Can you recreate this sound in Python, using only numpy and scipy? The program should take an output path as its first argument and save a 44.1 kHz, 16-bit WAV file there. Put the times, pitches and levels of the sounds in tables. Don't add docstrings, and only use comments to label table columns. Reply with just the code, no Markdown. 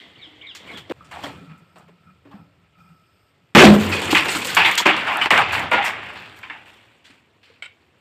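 import sys
import numpy as np
from scipy import signal
from scipy.io import wavfile
from scipy.ndimage import uniform_filter1d

SR = 44100
rng = np.random.default_rng(int(sys.argv[2]) if len(sys.argv) > 2 else 0)


def to_wav(sig):
    pcm = np.clip(np.atleast_2d(sig), -1, 1) * 32767
    pcm = np.round(pcm).astype(np.int16)
    wavfile.write(sys.argv[1], SR, pcm.T)


def decibels_to_gain(level_db):
    exponent = np.asarray(level_db, float) / 20
    return 10 ** exponent


N = 352888
STEP = 16
T, SLOW_T = np.arange(N) / SR, np.arange(0, N, STEP) / SR
MOVE_S, BLAST_S = .923, 3.549
MOVE = int(MOVE_S * SR)


def rms_one(x):
    return x / np.sqrt(np.mean(x ** 2) + 1e-20)


def level_curve(rows, t=T):
    s, level_db = np.transpose(rows)
    return np.interp(t, s, level_db, -200, -200)


def resonance(x, hz, width_hz):
    r = np.exp(-np.pi * width_hz / SR)
    top = np.array([1, 0, -1]) * (1 - r * r) / 2
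    return signal.lfilter(top, [1, -2 * r * np.cos(2 * np.pi * hz / SR), r * r], x + 1e-18)


def hum(air, modes):
    out = 0
    for hz, width_hz, level_db in modes:
        tone = resonance(resonance(air, hz, width_hz), hz, width_hz)
        out = out + decibels_to_gain(level_db) * rms_one(tone)
    return out


def tilt_db(hz, middle_db, lows_db, highs_db, rumble_db):
    rumble = np.clip(np.log(160 / hz) / 0.083, 0, 1)
    low = np.clip(np.log(720 / hz) / 0.21, 0, 1) - rumble
    high = np.clip(np.log(hz / 2700) / 0.8, 0, 1)
    middle = 1 - rumble - low - high
    return middle_db * middle + lows_db * low + highs_db * high + (rumble_db + 6.5) * rumble


def layer_power(level_db, hz, tint):
    return decibels_to_gain(level_db + tilt_db(hz, *tint) - 9) ** 2


def landings(table, hz, rise_s, thud_db):
    power = np.zeros(len(SLOW_T))
    own_db = 2.2 * rng.standard_normal(len(table))
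    for (s, peak_db, highs_db, top_hz, t60), extra_db in zip(table, own_db):
        lows_db = thud_db + 10 * np.log2(1500 / top_hz)
        fade_s = max(t60, .01) * (1500 / hz) ** 0.0097
        i = int(s * SR / STEP)
        age = SLOW_T[i:i + int(fade_s * SR / STEP)] - SLOW_T[i]
        focus_db = -4.0 * min(np.log2(hz / top_hz) ** 2, 2.6)
        colour_db = tilt_db(hz, 0, lows_db + 8.5, highs_db + 12.5, lows_db - 8.0)
        level_db = peak_db - 15.0 + extra_db + focus_db + colour_db
        heard = (s > MOVE_S) | (s + age < MOVE_S)
        power[i:i + len(age)] += decibels_to_gain(level_db - 60 * age / fade_s) ** 2 * (1 - np.exp(-age / rise_s)) ** 2 * heard
    return power


def ring_pairs(rows):
    out = np.zeros(N)
    for s, peak_db, hz, t60 in rows:
        age = np.arange(int(t60 * SR)) / SR
        pair = np.sin(2 * np.pi * hz * age) + 0.78 * np.sin(2 * np.pi * hz * 1.045 * age)
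        heard = (s > MOVE_S) | (s + age < MOVE_S)
        shape = decibels_to_gain(peak_db - 6.5 - 60 * age / t60) * (1 - np.exp(-age / 0.0008)) * heard
        out[int(s * SR):int(s * SR) + len(age)] += pair * shape
    return out


# time_s, level_db
FAR_FLOCK = [(0.0, -43), (.112, -54.5), (.284, -53), (.48, -56), (.608, -49), (.758, -53), (.868, -58),
             (.9, -64)]


def far_flock():
    modes = [(3220, 740, -1.5), (2020, 350, -5)]   # pitch_hz, width_hz, level_db
    return decibels_to_gain(level_curve(FAR_FLOCK)) * hum(rng.standard_normal(N), modes)


# time_s, level_db
RUSTLE = [(0.0, -49.5), (0.138, -54.5), (0.284, -53.5), (0.514, -56.5), (0.634, -47), (0.738, -39),
          (0.848, -52.5), (0.92, -47)]
# time_s, level_db
YARD_AIR = [(0.93, -56), (1.12, -53.5), (1.24, -37), (1.32, -44.5), (1.5, -55.5), (1.74, -62.5),
            (3.5, -63.5), (5.9, -44.5), (7.2, -61.5), (8.01, -60.5)]
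# time_s, level_db
WIND = [(0, -65), (.2, -55), (.55, -62), (.8, -49), (1.3, -59), (1.6, -63), (2.07, -63), (2.3, -54.5),
        (2.64, -61), (3.5, -66), (4.9, -57.5), (5.54, -34.5), (5.9, -58), (7, -73), (8.01, -67)]


def rustle_air_and_wind(hz):
    power = layer_power(level_curve(RUSTLE, SLOW_T), hz, (-1, 0, -19, -20))
    power = power + layer_power(level_curve(YARD_AIR, SLOW_T), hz, (-1.5, -1, -16.5, -5.5))
    return power + layer_power(level_curve(WIND, SLOW_T), hz, (-56, -23, -60, -1))


# start_s, length_s, pitch_hz, level_db
TRILLS = [
    (0.18, 0.078, 2300, -49),
    (0.413, 0.074, 2282, -41),
    (0.677, 0.054, 2286, -37.5),
]
# start_s, length_s, from_hz, to_hz, level_db
SWEEPS = [(0.155, 0.014, 2540, 3650, -48), (0.175, .045, 4650, 4070, -62), (0.213, 0.055, 4050, 2810, -43),
          (0.411, 0.014, 2580, 3730, -41), (0.467, .011, 4110, 3400, -39.5),
          (0.476, 0.052, 4000, 2590, -40), (.673, .013, 2700, 3600, -47), (0.714, .012, 4200, 3700, -48),
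          (0.732, 0.012, 3320, 3340, -44), (0.743, 0.048, 3650, 2900, -41.5), (0.49, 0.04, 5400, 4600, -64),
          (0.23, 0.04, 5400, 4900, -66)]


def sparrows():
    notes = [(s, length, hz, .95 * hz, db, .83) for s, length, hz, db in TRILLS]
    notes += [(*row, .15) for row in SWEEPS]
    out = np.zeros(N)
    for s, length, from_hz, to_hz, db, trill in notes:
        age = np.arange(int(length * SR)) / SR
        unsteady_hz = 320 * uniform_filter1d(rng.standard_normal(len(age)), size=60)
        wobble_hz = 100 * trill * np.sin(2 * np.pi * 95 * age) + unsteady_hz
        phase = 2 * np.pi * np.cumsum(from_hz + (to_hz - from_hz) * age / length + wobble_hz) / SR
        shape = np.sin(np.pi * age / length) ** 0.71 * (1 - 0.5 * trill * np.cos(np.pi * 95 * age) ** 2)
        voice = np.sin(phase) + 0.11 * np.sin(phase / 2)
        voice = voice + 0.015 * np.sin(phase * 3 / 2) + 0.012 * np.sin(phase * 2)
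        out[int(s * SR):int(s * SR) + len(age)] += decibels_to_gain(db + 4.5) * shape * voice
    out = out + 0.11 * np.roll(out, 530) - 0.09 * np.roll(out, 1150)
    tail_s = np.arange(SR // 4) / SR
    walls = rng.standard_normal(SR // 4) * decibels_to_gain(-34 - 60 * tail_s / 0.26)
    out[:MOVE] += signal.fftconvolve(out[:SR], walls)[:MOVE]
    return out


# start_s, peak_db, pitch_hz, t60_s
KNOCKS = [(3.55, 4, 205, 0.083), (3.748, -41, 13700, 0.25), (3.665, -3, 345, .28), (3.675, -4, 425, .3),
          (3.61, -1, 385, .2), (3.7, -14, 1000, .3), (3.76, -14, 380, .5), (3.635, 7.5, 720, 0.11),
          (4.783, -9, 3280, 0.15), (.27, -46.5, 299.4, 1.2), (.908, -23.5, 494, 0.33), (.912, -30, 870, .1),
          (1.008, -30.5, 1223, 0.07), (1.15, -34, 840, 0.067), (1.238, -33, 286.6, 0.43),
          (1.43, -41.5, 270, 0.3), (2.254, -41, 284.5, 0.66), (2.34, -29.5, 203.4, 0.25),
          (4.128, -6.5, 300, 0.086), (4.9, -6, 767, 0.037), (4.358, -16, 306, 0.076), (3.69, -5, 300, .2),
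          (3.66, -5, 500, .3), (3.7, -8, 640, .25), (6.039, -30, 3100, .03), (6.134, -30, 2700, .03),
          (6.297, -34, 3300, .03), (6.32, -36, 2900, .03), (4.87, -12, 310, 0.28), (5.215, -4, 2900, 0.09),
          (5.259, -7.5, 322, 0.023), (3.655, 2, 601, .2), (5.715, -16, 503, 0.21),
          (5.716, -10.5, 942, 0.36), (5.715, -9, 1360, 0.28), (7.5, -41.5, 460, 0.13),
          (3.655, -14, 91, 1.4), (5.78, -10.5, 808, 0.23), (3.925, -14, 2504, 0.22), (1.24, -17, 3200, .04),
          (4.858, -9.5, 377, .2), (4.858, -9, 587, 0.197), (4.862, -13, 228, .15), (5.259, -5.5, 900, .03),
          (5.259, -8, 1900, .03), (4.716, -10, 2200, .05), (4.802, -6, 1100, .02), (4.821, -7, 2000, .03)]


def knocks():
    return ring_pairs(KNOCKS)


# start_s, peak_db, brightness_db, loudest_hz, t60_s
SHUFFLES = [(.549, -27, -11.5, 2640, 0.18), (.772, -26, -17.5, 2730, 0.16), (.896, -19.5, -29, 310, 0.086),
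            (.909, -15.5, -30.5, 500, 0.25), (1.009, -48, -33, 1200, .25), (1.148, -26, -32, 765, 0.46),
            (1.235, -16, -20.5, 640, 0.23), (1.41, -38, -33, 301, 0.16), (1.494, -40, -29, 1330, 0.34),
            (1.757, -36, -26, 606, 0.38), (1.879, -39, -28, 466, 0.19), (2.25, -40, -34, 580, 0.75),
            (2.311, -36.5, -29, 784, 0.35), (2.78, -56, -15, 1330, 1), (7.09, -54.5, -37, 179, 0.43),
            (1.045, -49, -12, 3000, .3)]


def shuffles(hz):
    return landings(SHUFFLES, hz, rise_s=0.00032, thud_db=-27.5)


# start_s, peak_db, brightness_db, loudest_hz, t60_s
SKIDS = [(.665, -38, -32, 1200, 0.57), (1.109, -20, -23, 900, 0.3), (3.914, -3, -24.5, 2630, 0.18),
         (4.103, -6.5, -18, 2630, 0.15), (4.17, -0.5, -19.5, 2297, 0.11), (4.466, -15.5, -19, 2350, 1),
         (5.062, -7, -38, 1040, 0.99), (5.521, -5, -22, 1520, 0.26), (5.843, -8.5, -20, 2000, 0.21),
         (6.652, -40, -17, 1836, 1), (7.04, -37, -19, 3280, 0.37)]


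def skids(hz):
    return landings(SKIDS, hz, rise_s=0.0079, thud_db=-29.5)


# peak_s, level_db, overblowing_db, fade_db_per_s
PUFFS = [(1.03, -54.5, -3, 40), (1.34, -43, -7.5, 58), (1.529, -41, -12, 200), (1.81, -50, -15, 56),
         (2.09, -48.5, -4, 193), (2.39, -46.5, -12, 148), (2.64, -55.5, -13, 248), (2.8, -54.5, 0.5, 73),
         (2.91, -56, -27, 137), (3.42, -64, -12, 84)]
# time_s, level_db
WHISTLE = [(.93, -92), (1.5, -90), (1.75, -82), (1.95, -91), (2.08, -84), (2.2, -92), (2.38, -80),
           (2.5, -92), (2.74, -95), (2.8, -79), (3.0, -82.5), (3.3, -81), (3.34, -92), (3.549, -92)]
# pitch_hz, width_hz, level_db
PIPE_MIDDLE = [
    (1310, 110, 0),
    (2440, 91, -10.5),
]
# pitch_hz, width_hz, level_db
PIPE_HIGH = [(4690, 140, 0), (5180, 200, 3), (8300, 500, -4), (12000, 600, -8), (13300, 1000, -6)]


def pipe():
    low, middle = 0, 0
    for s, db, over_db, fade in PUFFS:
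        puff = decibels_to_gain(db - np.where(T < s, 290 * (s - T), fade * (T - s)))
        low = low + puff
        middle = middle + puff * decibels_to_gain(over_db)
    air = rng.standard_normal(N)
    high = decibels_to_gain(level_curve(WHISTLE))
    out = low * hum(air, [(169, 36, 0.019)])
    out = out + (middle * decibels_to_gain(-2.0) + high * decibels_to_gain(9.0)) * hum(air, PIPE_MIDDLE)
    out = out + high * hum(air, PIPE_HIGH)
    return out * (T > MOVE_S)


# start_s, peak_db, t60_s
SPRAYS = [(3.919, -37, 0.16), (4.108, -27, .25), (4.148, -32, .2), (4.3, -30, 0.43), (4.362, -32, .2),
          (4.446, -31, .4), (4.545, -28, .2), (4.652, -34, 0.35), (4.714, -36, 0.15), (4.782, -27, 0.27),
          (4.863, -38, 0.23), (5.212, -41, .4), (5.308, -32, 0.2), (5.382, -41, 0.21), (5.488, -52, 0.13),
          (5.522, -38.5, 0.26), (5.592, -35, 0.08), (5.709, -44, 0.22), (5.827, -43, .2),
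          (5.843, -33, 0.28), (1.575, -66, .15), (1.785, -58, .1)]


def sprays(hz):
    s, db, t60 = np.transpose(SPRAYS)[:, :, None]
    age = (SLOW_T - s).clip(0)
    share = np.clip(np.log2(hz / 5500) / .6 + .5, 0, 1)
    level = decibels_to_gain(db - 7.5 - 60 * age / t60) * (1 - np.exp(-age / .002))
    return share ** 2 * np.sum(level ** 2, axis=0)


# start_s, peak_db, pitch_hz
CHIPS = [(1.5794, -56, 8000), (1.7848, -42, 8000), (3.7384, -17, 7000), (3.7983, -23, 6000),
         (3.852, -26, 12000), (3.867, -22, 4500), (3.8921, -18, 13000), (3.918, -23, 6000),
         (4.0023, -28, 8000), (4.0178, -19, 8000), (4.1111, -14, 8000), (4.1754, -18, 8000),
         (4.2084, -19, 8000), (4.2484, -22, 8000), (4.3575, -15, 8000), (4.4169, -23, 8000),
         (4.4458, -19, 7990), (4.4717, -10, 8000), (4.5491, -3, 6500), (4.553, -19, 13000),
         (4.59, -24, 12000), (4.661, -22, 9000), (4.7137, -13, 5000), (4.718, -18, 10000),
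         (4.736, -24, 13000), (4.7541, -9, 5500), (4.7565, -12, 11000), (4.7812, -10, 7980),
         (4.827, -25, 13000), (4.9666, -18, 4000), (5.0712, -28, 6000), (5.1716, -14, 9500),
         (4.0185, -11, 2500), (4.1285, -2, 1200), (4.153, -3, 2500), (4.258, -6, 1500), (4.448, -10, 2800),
         (4.8015, -3, 1500), (5.2595, -2, 1300), (5.3055, -2, 2500), (5.377, -1, 1500), (5.201, -35, 12000),
         (5.227, -28, 12000), (5.3082, -18, 8000), (5.386, -22, 7000), (5.489, -34, 9000),
         (5.5235, -25, 9000), (5.5302, -22, 7960), (5.596, -26, 12000), (5.713, -29, 8000),
         (5.7307, -22, 5000), (5.8275, -27, 6000), (5.8435, -24, 10000), (5.852, -18, 11000),
         (6.0385, -40, 7000), (6.0899, -38, 6000), (6.134, -42, 8000), (6.1408, -40, 8000),
         (6.2964, -41, 6000), (6.3899, -32, 8000), (6.4885, -46, 5000)]


def chips():
    out, age = np.zeros(N), np.arange(300) / SR
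    grit = rng.standard_normal((27, 300))
    for (s, peak_db, hz), burst in zip(CHIPS, np.tile(grit, (3, 1))):
        click = (age == 0) + .12 * burst * np.exp(-age / 0.0012)
        click = resonance(resonance(click, hz, 1.3 * hz), hz, 1.3 * hz)
        out[int(s * SR):int(s * SR) + 300] += decibels_to_gain(peak_db - 4.0) * click / np.abs(click).max()
    return out


def after_blast(hold_s, fall_db_per_s):
    fall_db = fall_db_per_s * np.maximum(SLOW_T - BLAST_S - hold_s, 0)
    return np.where(SLOW_T < BLAST_S, -200, -fall_db)


def blast(hz, clumps):
    roar_fall = tilt_db(hz, 230.6, 166, 150, 110.2)
    dust_db = after_blast(1, 207.5) + 2.5 * clumps
    power = layer_power(after_blast(0.098, roar_fall), hz, (-2, -2.5, -25, -20))
    power = power + layer_power(after_blast(0, 17.5), hz, (-43, -17.5, -57.5, -31))
    return power + layer_power(dust_db, hz, (-64.5, -92.5, -41, -90.5))


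# time_s, level_db
BOOM = [(3.6, -30), (3.625, -2), (3.655, -0.5), (3.728, 0), (3.742, -9), (3.8, -13), (3.83, -22),
        (4.0, -36), (4.2, -84)]
# pitch_hz, level_db, width_hz
BOOM_MODES = [
    (209, 0, 1.5),
    (156, -12, 2),
    (89, -21, 4),
    (410, -17, 15),
]


def boom():
    drop = (1 - np.tanh((T - 3.642) / .005 / 2)) / 2
    slide = np.cumsum(1 + .85 * drop) / SR
    out = 0
    for hz, level_db, width_hz in BOOM_MODES:
        wander = np.cumsum(rng.standard_normal(N)) * np.sqrt(2 * np.pi * width_hz / SR)
        out = out + decibels_to_gain(level_db) * np.sin(2 * np.pi * hz * slide + wander)
    lows = signal.butter(2, 500, fs=SR, output="sos")
    return decibels_to_gain(level_curve(BOOM)) * signal.sosfilt(lows, out)


# time_s, level_db
GRIT_RAIN = [(3.7, -25), (4.18, -24), (4.34, -29), (4.58, -36), (4.91, -25), (5.64, -23.5), (5.87, -56),
             (6.06, -36), (7.16, -72)]


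def grit_rain(hz):
    return layer_power(level_curve(GRIT_RAIN, SLOW_T), hz, (-1, -11.5, -30, -35))


# start_s, peak_db, brightness_db, loudest_hz, t60_s
SHARDS = [(3.738, -5, -19, 689, .11), (3.798, -23, -13.5, 2880, 0.82), (4.019, -22, -13, 2560, 0.76),
          (4.125, -5.5, -30, 750, 0.068), (4.252, -12, -18, 740, 0.17), (4.284, -14.5, -14, 2270, 0.66),
          (4.348, -8.5, -25, 2170, 0.13), (4.417, -19.5, -20, 2170, 0.14), (4.447, -21.5, -6, 2200, .21),
          (4.712, -16, -18, 2340, 0.2), (4.8, -6, -20.5, 900, 0.09), (4.818, -5.5, -36, 2174, 0.95),
          (4.967, -18, -22, 960, 0.26), (5.256, 0, -34.5, 1500, 0.1), (5.488, -16, -50, 1435, 0.75),
          (5.826, -14, -34, 2080, 0.12), (6.095, -20, -33, 1720, 0.097), (6.359, -47, -4, 1560, 0.37),
          (7.5, -54, -19, 898, 0.12), (7.623, -33, -22, 2340, 0.24)]


def shards(hz):
    return landings(SHARDS, hz, rise_s=0.00087, thud_db=-17.5)


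# start_s, peak_db, brightness_db, loudest_hz, t60_s
CRASHES = [(3.965, -16, -26, 2720, 0.37), (4.148, -3.5, -23.5, 2006, 0.42), (4.566, 1, -32.5, 1603, 0.43),
           (4.575, -18.5, -39, 700, 0.4), (4.646, -4, -30.5, 2004, 0.53), (4.776, -5.5, -12.5, 3410, 0.25),
           (4.857, 1, -40, 1497, 0.29), (5.212, -10.5, -32.5, 2820, 1), (5.305, 1, -31, 1283, .45),
           (5.376, 0, -31, 1272, 0.22), (5.714, -6.5, -42.5, 1450, 0.99), (5.733, -2.5, -35, 960, 0.11),
           (6.152, -28.5, -27, 1970, 0.85), (6.43, -23, -53, 2370, 0.25), (6.498, -22.5, -47.5, 1736, 0.39),
           (7.1, -43, -20, 1910, 0.47), (7.429, -43, -20, 2510, .77)]


def crashes(hz):
    return landings(CRASHES, hz, rise_s=0.0005, thud_db=-18)


# start_s, peak_db, low_hz, middle_hz, high_hz
CLANGS = [(4.153, -3, 1120, 2020, 2520), (4.567, -1, 743, 1630, 2240), (4.646, -2, 867, 2100, 2480),
          (4.782, -5, 929, 2200, 3250), (4.857, -1, 1060, 1640, 2520), (5.216, -8, 1270, 2200, 2920),
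          (5.306, -1, 837, 1590, 2850), (5.376, -1, 1190, 1700, 2310), (5.528, -9, 1030, 1480, 2250),
          (5.714, -6, 840, 1370, 2330), (5.732, -5, 929, 1430, 2370), (5.843, -10, 877, 1300, 2330),
          (6.433, -26, 988, 1760, 2370), (6.498, -24, 1270, 1760, 2600)]


def shard_rings():
    rows = []
    for s, peak_db, highs_db, top_hz, t60 in CRASHES + SHARDS[:-2]:
        for spread, level, life, late in rng.random((4, 4)):
            if min(abs(s - clang[0]) for clang in CLANGS) > .007:
                hz = top_hz * 2 ** (1.25 * spread - .8)
                rows.append((s + 0.037 * late, peak_db - 11.5 - 8 * level, hz, t60 * (0.39 + 0.32 * life)))
    for s, db, *modes in CLANGS:
        for hz, own_db in zip(modes, (-10, -10.5, -9)):
            rows.append((s, db + own_db, hz, .14))
    return ring_pairs(rows)


# pitch_hz, level_db, width_hz
LAST_PIECE = [(1455, -9, 100), (1852, -14, 120), (2230, 1, 150), (2719, -12, 110), (3080, -5.5, 150),
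              (3770, -12, 170), (5000, -27, 300), (7900, -17, 700), (620, -19, 190)]


def last_piece():
    start_s, level_db = 7.623, -25.5
    out, age = np.zeros(N), np.arange(SR // 3) / SR
    for (hz, db, width_hz), grit in zip(LAST_PIECE, rng.standard_normal((len(LAST_PIECE), len(age)))):
        echo = decibels_to_gain(-11 - 60 * age / .25 * (1 + 0.34 * np.log2(hz / 2200) ** 2))
        bounce = decibels_to_gain(-10 - 60 * np.abs(age - .036) / .02)
        strike = 2.2 * (age < .0001)
        shake = (grit * (bounce + echo) + strike) * np.sqrt(SR / width_hz)
        ring = resonance(resonance(shake, hz, width_hz), hz, 3 * width_hz)
        out[int(start_s * SR):][:len(age)] += decibels_to_gain(level_db + db - 5.5) * ring
    return out


def contacts(per_s, spread_db, smooth):
    sizes = decibels_to_gain(spread_db * np.minimum(rng.exponential(1, (2, N)), 4)) * rng.choice([-1, 1], (2, N))
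    clicks = rms_one(sizes * (rng.random((2, N)) < per_s / SR))
    return rms_one(clicks + smooth * rng.standard_normal((2, N)))


# pitch_hz, level_db
COLOUR = [(40, -29), (90, -1), (140, -6), (300, -1.5), (700, -2.5), (1500, -2.5), (2800, 1), (4000, 2),
          (6200, -1), (8000, 0), (10500, -10), (13500, -5.5), (15500, -3)]


def debris():
    rattle = contacts(per_s=1600, spread_db=4.0, smooth=0.65)
    crackle = contacts(per_s=1200, spread_db=2.8, smooth=0.85)
    clumps = rms_one(uniform_filter1d(rng.standard_normal(len(SLOW_T)), size=25))
    colour_hz, colour_levels = np.transpose(COLOUR)
    edges, out = 36 * 2 ** (np.arange(27) / 3), np.zeros(N)
    for k, (low, high) in enumerate(zip(edges, edges[1:])):
        hz = np.sqrt(low * high)
        power = rustle_air_and_wind(hz) + blast(hz, clumps) + grit_rain(hz)
        power = power + shuffles(hz) + skids(hz) + shards(hz) + crashes(hz)
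        if hz > 4000:
            power = power + sprays(hz)
        flicker = uniform_filter1d(rng.standard_normal(len(power)), size=50)
        flicker = rms_one(uniform_filter1d(flicker, size=50))
        colour_db = np.interp(np.log(hz), np.log(colour_hz), colour_levels)
        height = np.sqrt(power * SR / 2 / (high - low)) * decibels_to_gain(colour_db + 1.5 * flicker)
        grains = crackle if hz > 2500 else rattle
        shake = np.repeat(height, STEP)[:N] * grains[k % 2]
        band = signal.butter(2, [low, high], "band", fs=SR, output="sos")
        out[:MOVE] += signal.sosfilt(band, shake[:MOVE])
        out[MOVE:] += signal.sosfilt(band, shake[MOVE:])
    return out


def yard_echoes(x):
    out = x
    for k, lag in enumerate((SR * rng.uniform(.003, .07, 14)).astype(int)):
        out = out + decibels_to_gain(-12.5 - 150 * lag / SR) * (-1) ** k * np.roll(x, lag)
    return out


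def scene():
    rings = knocks() + shard_rings()
    rings[MOVE:] = yard_echoes(rings[MOVE:]) * 0.8
    birds = far_flock() + sparrows()
    return (birds + debris() + rings + pipe() + chips() + boom() + last_piece())[None]


# pitch_hz, width_hz, share_added
MIC_PEAKS = [
    (7720, 1400, .9),
    (13500, 2400, .7),
    (6100, 1200, -0.31),
    (10300, 1500, -0.23),
]


def microphone(x):
    return x + sum(share * resonance(x, hz, width_hz) for hz, width_hz, share in MIC_PEAKS)


# from_s, to_s, depth_db
GATES = [(3.75, 3.797, 5), (4.82, 4.853, 10), (4.88, 4.962, 7), (5.265, 5.304, 4), (5.42, 5.486, 13),
         (5.492, 5.52, 7), (5.63, 5.708, 7), (5.765, 5.84, 8), (5.9, 6.03, 7)]


def gate(x):
    sink_db = sum(-db * np.clip((T - a) / .035, 0, 1) * (T < b) for a, b, db in GATES)
    sink_db = uniform_filter1d(sink_db, size=100)
    lows = signal.sosfiltfilt(signal.butter(2, 7500, fs=SR, output="sos"), x)
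    return lows + (x - lows) * decibels_to_gain(sink_db)


# landing_s, depth_db, lead_s
DUCKS = [
    (4.855, 16, 0.042),
    (5.305, 16, 0.032),
    (5.3, 2, 0.071),
]


def limiter(x):
    duck_db = np.zeros(N)
    for s, depth_db, lead in DUCKS:
        duck_db -= depth_db * np.clip(1 - (s - T) / (2 * lead), 0, 1) ** 1.48 * (T < s)
    return x * decibels_to_gain(duck_db)


def overload(x, ceiling, hardness):
    return x / (1 + np.abs(x / ceiling) ** hardness) ** (1 / hardness)


def roll_off(x):
    return signal.sosfilt(signal.butter(12, 16500, fs=SR, output="sos"), x)


def record(dry):
    x = limiter(gate(microphone(dry)))
    x = signal.sosfilt(signal.butter(2, 52, "high", fs=SR, output="sos"), x)
    x = overload(x, 0.89, 6)
    x = signal.sosfilt(signal.butter(2, 42, "high", fs=SR, output="sos"), x)
    x = overload(x, 0.92, 12)
    x = signal.sosfilt(signal.cheby2(14, 60, 16100, fs=SR, output="sos"), x)
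    return roll_off(.96 * x)


dry = scene()
out = record(dry)
to_wav(out)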